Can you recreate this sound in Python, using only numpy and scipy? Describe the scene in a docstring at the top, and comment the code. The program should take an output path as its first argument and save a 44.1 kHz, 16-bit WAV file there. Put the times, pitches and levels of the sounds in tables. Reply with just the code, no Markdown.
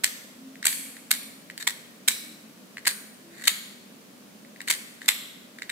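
"""In a small, echoing room, pellets are thumbed into a hand-held rotary magazine, heard close up.
Its cover and its spring-loaded rotor (the wheel that holds the pellets) scrape round and snap against
their stops, which makes the plastic and metal parts ring. Pellets tick lightly in the chambers.
Behind it all lie a low room rumble, a faint hum that comes and goes, and hiss."""
import sys
import numpy as np
from scipy import signal
from scipy.fft import rfft, irfft
from scipy.io import wavfile
from scipy.ndimage import uniform_filter1d

SR = 44100
rng = np.random.default_rng(int(sys.argv[2]) if len(sys.argv) > 2 else 0)


def dump_mix(stems):
    """Bounce the given channels to the path in sys.argv[1] as a 16-bit WAV at rate SR."""
    frames = np.atleast_2d(stems).T  # one column per channel
    limited = np.clip(frames, -1, 1)  # hard clip at full scale
    pcm = np.round(limited * 32767).astype(np.int16)
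    wavfile.write(sys.argv[1], SR, pcm)


N = 251811
TIME = np.arange(N) / SR

# hard snaps of the rotor: time_s, force_db, metal_db, rotor_pitch_hz, room_boost_db
SNAPS = [ (0.0434, 2, -15.5, 4030, -3), (0.6552, -5, -16.5, 4000, -13), (0.6694, -2, -14.5, 3840, 3.5),
         (1.1144, 1.5, -13.5, 3800, -3), (1.676, 0.5, -19.5, 3610, -7.5), (2.085, 3.5, -13, 3280, -2),
         (2.8726, 1, -20.5, 3900, -15), (2.8787, -2.5, -17, 4180, -2.5), (3.4801, 4, -14, 3750, -3),
         (4.7037, -2.5, -19, 3860, -6), (4.711, -2.5, -19.5, 3930, -3), (5.0888, 4.5, -14, 3370, -3.5)]
# light touches: time_s, level_db, hardness (0 is a dull tap on plastic, 1 is a metal tick)
TICKS = [ (.556, -44, .05), (.628, -30, 0.42), (0.6432, -30.5, 0.36), (0.728, -32, 1), (0.9675, -40, .35),
         (1.5, -34, .15), (1.578, -34, 0.94), (1.626, -37, 1), (2.7708, -33, 0.045), (2.7822, -35, 0.076),
         (2.852, -35, .45), (2.856, -27.5, .5), (3.44, -35.5, 0.86), (3.454, -34, 1), (4.449, -49, 0),
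         (4.561, -45.5, .03), (4.6053, -32.5, .05), (4.616, -39, 0.87), (4.678, -29.5, .1), (4.684, -30, 1),
         (5.0175, -36, .03), (5.06, -41.5, 0.92), (5.5864, -37.5, .2), (5.621, -28.5, 0.24),
         (5.695, -30, 0.49), (5.6993, -26.5, 0.47)]
# the cover rubbing as it turns: start_s, end_s, start_db, end_db, shell_over_rotor_db
RUBS = [(1.597, 1.631, -42, -33.5, 0.5), (3.307, 3.428, -60.5, -38, 5), (3.436, 3.476, -37.5, -45, -1),
        (4.673, 4.691, -37.5, -29, 0), (5.009, 5.062, -50, -51, 1)]
# long rings that follow two of the snaps: start_s, pitch_hz, width_hz, level_db, time_to_fade_60_db_s
RINGS = [(.675, 9700, 5400, -31, 0.78), (5.092, 3430, 750, -35.5, 0.83)]
# the tones each part rings at: pitch_hz, width_hz, relative_db, left_over_right_db, left_delay_ms
SHELL_TONES = [(1146, 680, -11, -1, 0.28), (1870, 1100, -2, 1, 0.057), (2130, 410, -2.5, 0.5, 0.12)]   # the plastic shell, hit hard
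TAP_TONES = [(1300, 600, -21, -3, .08), (1900, 660, 0, 0, .06)]   # the same shell, touched lightly: a hollow tap
ROTOR_TONES = [(3220, 900, -6.5, -2, 0.11), (3800, 570, -3.5, 9.5, 0.16), (4390, 710, -2.5, 4.5, 0.1),
               (5400, 1900, -11.5, 0.5, 0.073)]
METAL_TONES = [(7900, 2700, 5, -2, 0.002), (8890, 900, -2, -12, 0.054), (11800, 1540, 2, -4, 0.032),
               (13700, 3460, -4, -6.5, 0.045)]
# how strong the room's echo is, from low to high: pitch_hz, relative_db
ROOM_COLOUR = [(300, -7), (1000, 1.5), (2000, -2.5), (4000, -1), (6000, 0), (7600, -2), (10500, 2),
               (15000, 0.5)]
# how long the room's echo lasts: pitch_hz, time_to_fade_60_db_s
ROOM_FADE = [(300, 0.47), (2000, 0.93), (5000, 0.79), (9000, 0.72), (15000, 0.65)]
# swells of the faint hum: middle_s, half_length_s, pitch_hz, level_db
HUMS = [(0.475, 0.12, 265.6, -45), (0.81, 0.11, 268.6, -53), (1.128, 0.47, 268.7, -56),
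        (2.303, 0.17, 303, -57.5), (3.314, 0.14, 338.5, -54.5)]
# the background noise, from rumble up to hiss: pitch_hz, relative_db
NOISE_COLOUR = [(18, -93), (30, -37), (95, -25.5), (140, -14.5), (182, -7.5), (219, -4), (277, -7.5),
                (307, -10.5), (332, -12), (575, -12.5), (852, -20.5), (1170, -19), (2020, -22), (2690, -22),
                (15500, -29)]
# how alike that noise is left and right: pitch_hz, likeness (0 or less is unrelated, 1 is the same)
NOISE_LIKENESS = [(60, 0.89), (180, 0.89), (550, 0.42), (1650, -0.37), (4970, -1.16), (15000, -0.02)]

HIT_SAMPLES, LEAD_SAMPLES = 2048, 640   # the length of one hit, and the part before the blow lands
HIT_TIME = (np.arange(HIT_SAMPLES) - LEAD_SAMPLES) / SR   # seconds, with the blow at 0


def rotor_snaps():
    """The spring drives the rotor into its stop. The hands move, so each snap has its own echoes."""
    out = np.zeros((2, N))
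    for time_s, force_db, metal_db, rotor_hz, room_boost_db in SNAPS:
        parts = [(SHELL_TONES, 1, -20.5 + 0.73 * force_db, .0011),
                 (ROTOR_TONES, rotor_hz / ROTOR_TONES[1][0], -19.5 + 1.26 * force_db, .0012),
                 (METAL_TONES, 1, metal_db, .0022)]
        slide_s = 0.0069 * 2 ** (force_db / 12)   # a harder snap has slid for longer
        snap = hit(parts, slide_s, scrape_db=-7.5, blow=4.4, apart=0.53, grip_db=1.0)
        # the walls get mostly the all-round average, with a little of the snap's own colour
        to_walls = from_db(-7.5) * snap + from_db(-1.0) * all_round(snap, blur_hz=750)
        start = round(time_s * SR) - LEAD_SAMPLES
        add(out, snap + jolt(-31.5 + 0.51 * force_db, fade_s=0.0069), start)
        add(out, from_db(-9.5) * near_echoes(snap, first_s=0.0012, fade_s=0.027, per_s=1600), start)
        add(out, from_db(room_boost_db - 8.5) * room_echo(to_walls, build_s=0.01), start)
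    return out


def jolt(level_db, fade_s):
    """The whole magazine jolts in the hand: a weak, dull puff under the snap."""
    dull = signal.butter(1, [120, 900], "band", fs=SR, output="sos")
    puff = stereo_noise(HIT_SAMPLES, apart=0.24) * np.exp(-np.abs(HIT_TIME) / fade_s)
    return from_db(level_db) * signal.sosfilt(dull, puff)


def rotor_bounces(count, gap_s, first_db, loss_db):
    """After each snap the rotor bounces off its stop, unevenly and more weakly each time."""
    out = np.zeros((2, N))
    for snap_s, *_ in SNAPS:
        gaps = gap_s * (1 + .2 * rng.uniform(-1, 1, count))
        for bounce, time_s in enumerate(snap_s + np.cumsum(gaps)):
            add(out, touch(first_db - loss_db * bounce, hardness=0.89), round(time_s * SR) - LEAD_SAMPLES)
    return out


def long_rings(rise_s, grit_db):
    """A gritty cluster of close, slowly fading tones hangs on after a sharp snap."""
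    out = np.zeros((2, N))
    t = np.arange(SR) / SR
    for start_s, hz, width_hz, level_db, fade_s in RINGS:
        band = signal.butter(2, [hz - width_hz / 2, hz + width_hz / 2], "band", fs=SR, output="sos")
        grit = from_db(grit_db * unit_level(uniform_filter1d(rng.standard_normal(SR), size=130)))
        cluster = unit_level(signal.sosfilt(band, grit * stereo_noise(SR, apart=.9)))
        loudness = from_db(level_db - 60 * t / fade_s) * (1 - np.exp(-t / rise_s))
        add(out, cluster * loudness, round(start_s * SR))
    return out


def light_ticks(settle_s, softer_db):
    """Pellets, cover and rotor touch lightly, then settle with a second, fainter tick."""
    out = np.zeros((2, N))
    for time_s, level_db, hardness in TICKS:
        add(out, touch(level_db, hardness), round(time_s * SR) - LEAD_SAMPLES)
        settle = touch(level_db - softer_db, hardness=0.73)
        add(out, settle, round((time_s + settle_s) * SR) - LEAD_SAMPLES)
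    return out


def cover_rubs(slips_per_s, spread_db):
    """The cover turns: many tiny slips of plastic on plastic ring the shell, rotor and metal."""
    out = np.zeros((2, N))
    for start_s, end_s, start_db, end_db, shell_db in RUBS:
        length = int((end_s - start_s) * SR)
        slips = (rng.random(length) < slips_per_s / SR) * from_db(spread_db * rng.standard_normal(length))
        force = np.pad(slips * stereo_noise(length, apart=0.7), ((0, 0), (0, LEAD_SAMPLES)))
        rub = 0
        for part_db, tones in (shell_db, TAP_TONES), (0, ROTOR_TONES), (0, METAL_TONES):
            rub = rub + from_db(part_db) * unit_level(ring(force, tones, pitch_ratio=0.97, grip_db=0.75))
        loudness = from_db(np.linspace(start_db, end_db, length + LEAD_SAMPLES))
        add(out, unit_level(rub) * loudness, round(start_s * SR))
    return out


def touch(level_db, hardness):
    """One light tap on the shell. 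The harder it is, the more the rotor and metal rattle instead."""
    parts = [(TAP_TONES, 1, level_db - 5 * hardness, .0006),
             (ROTOR_TONES, 1, level_db - 10.5 + 9.4 * hardness, .0018),
             (METAL_TONES, 1, level_db - 18.5 + 19 * hardness, .0021)]
    return hit(parts, slide_s=.002, scrape_db=-13, blow=4.0, apart=.18, grip_db=1.5)


def hit(parts, slide_s, scrape_db, blow, apart, grip_db):
    """A growing scrape, a blow and a dying rattle make each part ring."""
    t = HIT_TIME
    loudest = (t > -.0007) & (t < .0033)   # each part's level is set over these 4 ms
    scrape = from_db(scrape_db) * np.sqrt(np.clip(1 + t / slide_s, 0, 1))
    out = 0
    for tones, pitch_ratio, level_db, rattle_s in parts:
        strength = np.where(t < 0, scrape, np.exp(-np.abs(t) / rattle_s))
        force = strength * stereo_noise(HIT_SAMPLES, apart) + blow * (t == 0)
        ringing = ring(force, tones, pitch_ratio, grip_db)
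        out = out + from_db(level_db) * ringing / ringing[:, loudest].std()
    return out


def ring(force, tones, pitch_ratio, grip_db):
    """A pushed part rings at its own tones. The fingers muffle each a little differently every time."""
    hz = np.maximum(np.fft.rfftfreq(force.shape[1], 1 / SR), 1)
    side = np.array([[.5], [-.5]])   # left, right
    response = 0
    for pitch_hz, width_hz, level_db, left_db, delay_ms in tones:
        gain = from_db(level_db + side * left_db + grip_db * rng.standard_normal())
        peak = gain / (1 + 1j * (hz - (pitch_ratio * pitch_hz) ** 2 / hz) / width_hz) ** 2
        response = response + peak * np.exp(-2j * np.pi * hz * side * delay_ms / 1000)
    return irfft(rfft(force) * response, force.shape[1])


def all_round(sound, blur_hz):
    """Averaged over all directions, the fine peaks and dips in a hit's tone even out."""
    power = np.mean(np.abs(rfft(sound)) ** 2, axis=0)
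    smooth = uniform_filter1d(power, int(blur_hz * HIT_SAMPLES / SR) + 1)
    click = np.roll(irfft(np.sqrt(np.abs(smooth))), LEAD_SAMPLES)
    return np.tile(click, (2, 1))


def near_echoes(sound, first_s, fade_s, per_s):
    """Quick, separate echoes come off the hands, the desk and the things on it."""
    t = np.arange(SR // 8) / SR
    arrivals = (rng.random(len(t)) < per_s / SR) * (t > first_s)
    echoes = stereo_noise(len(t), apart=1.0) * arrivals * np.exp(-t / fade_s)
    return signal.fftconvolve(sound, unit_level(echoes) / np.sqrt(len(t)), axes=1)


def room_echo(sound, build_s):
    """Echoes off the walls blur into a tail that builds up, then fades, lingering in the middle pitches."""
    hz, t, noise = signal.stft(stereo_noise(SR * 3 // 4, apart=.9), SR, nperseg=256)
    fade_db = at_pitch(ROOM_COLOUR, hz)[:, None] - 60 * t / at_pitch(ROOM_FADE, hz)[:, None]
    tail = signal.istft(noise * from_db(fade_db) * (1 - np.exp(-t / build_s)), SR)[1]
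    tail = unit_level(tail) / np.sqrt(2 * tail.shape[1])
    from_other_side = signal.fftconvolve(sound[::-1], tail[::-1] * [[1], [-1]], axes=1)
    return signal.fftconvolve(sound, tail, axes=1) + from_other_side


def rumble_and_hiss(level_db, rumble_hz, rumble_width_hz, rumble_boost_db):
    """A low room rumble, much the same in both ears, lies under a steady hiss."""
    hz = np.fft.rfftfreq(N, 1 / SR)
    shared, opposite = rfft(rng.standard_normal((2, N)))
    alike = np.clip(at_pitch(NOISE_LIKENESS, hz), 0, 1)
    noise = np.sqrt(1 + alike) * shared + np.sqrt(1 - alike) * opposite * [[1], [-1]]
    bump_db = rumble_boost_db * np.exp(-((hz - rumble_hz) / rumble_width_hz) ** 2)
    colour = from_db(at_pitch(NOISE_COLOUR, hz) + bump_db)
    return from_db(level_db) * unit_level(irfft(noise * colour, N))


def hum():
    """A faint low tone swells and fades."""
    out = np.zeros(N)
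    for middle_s, half_s, hz, level_db in HUMS:
        swell = np.cos(np.pi / 2 * np.clip((TIME - middle_s) / half_s, -1, 1))
        out += from_db(level_db) * np.sqrt(2) * swell * np.sin(2 * np.pi * (hz * TIME + rng.random()))
    return out


def stereo_noise(length, apart):
    """Noise that is the same in both ears (apart=0), unrelated (apart=1) or in between."""
    shared, left, right = rng.standard_normal((3, length))
    return np.sqrt(1 - apart) * shared + np.sqrt(apart) * np.array([left, right])


def from_db(db):
    """Turn decibels into a number to multiply by."""
    return 10 ** (np.asarray(db) / 20)


def unit_level(sound):
    """Scale a sound so that its average (RMS) level is 1."""
    return sound / np.sqrt(np.mean(sound ** 2) + 1e-20)


def at_pitch(table, hz):
    """Read between a table's rows, giving every octave equal space."""
    pitches, values = np.array(table).T
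    return np.interp(np.log(np.maximum(hz, 1)), np.log(pitches), values)


def add(out, sound, start):
    """Mix a stereo sound in from a given sample on."""
    first, last = max(start, 0), min(start + sound.shape[1], N)
    out[:, first:last] += sound[:, first - start:last - start]


def scene():
    """The magazine close by, its echoes and the room behind it."""
    quiet = light_ticks(settle_s=0.01, softer_db=13.5)
    quiet += rotor_bounces(count=3, gap_s=.0115, first_db=-29.5, loss_db=3)
    quiet += cover_rubs(slips_per_s=1500, spread_db=0.5)
    out = rotor_snaps() + long_rings(rise_s=0.039, grit_db=0.5) + quiet
    add(out, from_db(-11) * near_echoes(quiet, first_s=.003, fade_s=.02, per_s=2500), 0)
    add(out, from_db(-9.5) * room_echo(quiet, build_s=0.0021), 0)
    out += rumble_and_hiss(level_db=-49.5, rumble_hz=228, rumble_width_hz=87, rumble_boost_db=3.0)
    return out + hum()


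def record(dry):
    """Flatten the highest peaks, thin the deep bass and cut the very top of the treble."""
    clipped = np.clip(dry, -1.2, 1.2)
    thinned = signal.sosfilt(signal.butter(1, 35, "high", fs=SR, output="sos"), clipped)
    return signal.sosfiltfilt(signal.butter(24, 15700, "low", fs=SR, output="sos"), thinned)


dry = scene()
out = record(dry)
dump_mix(out)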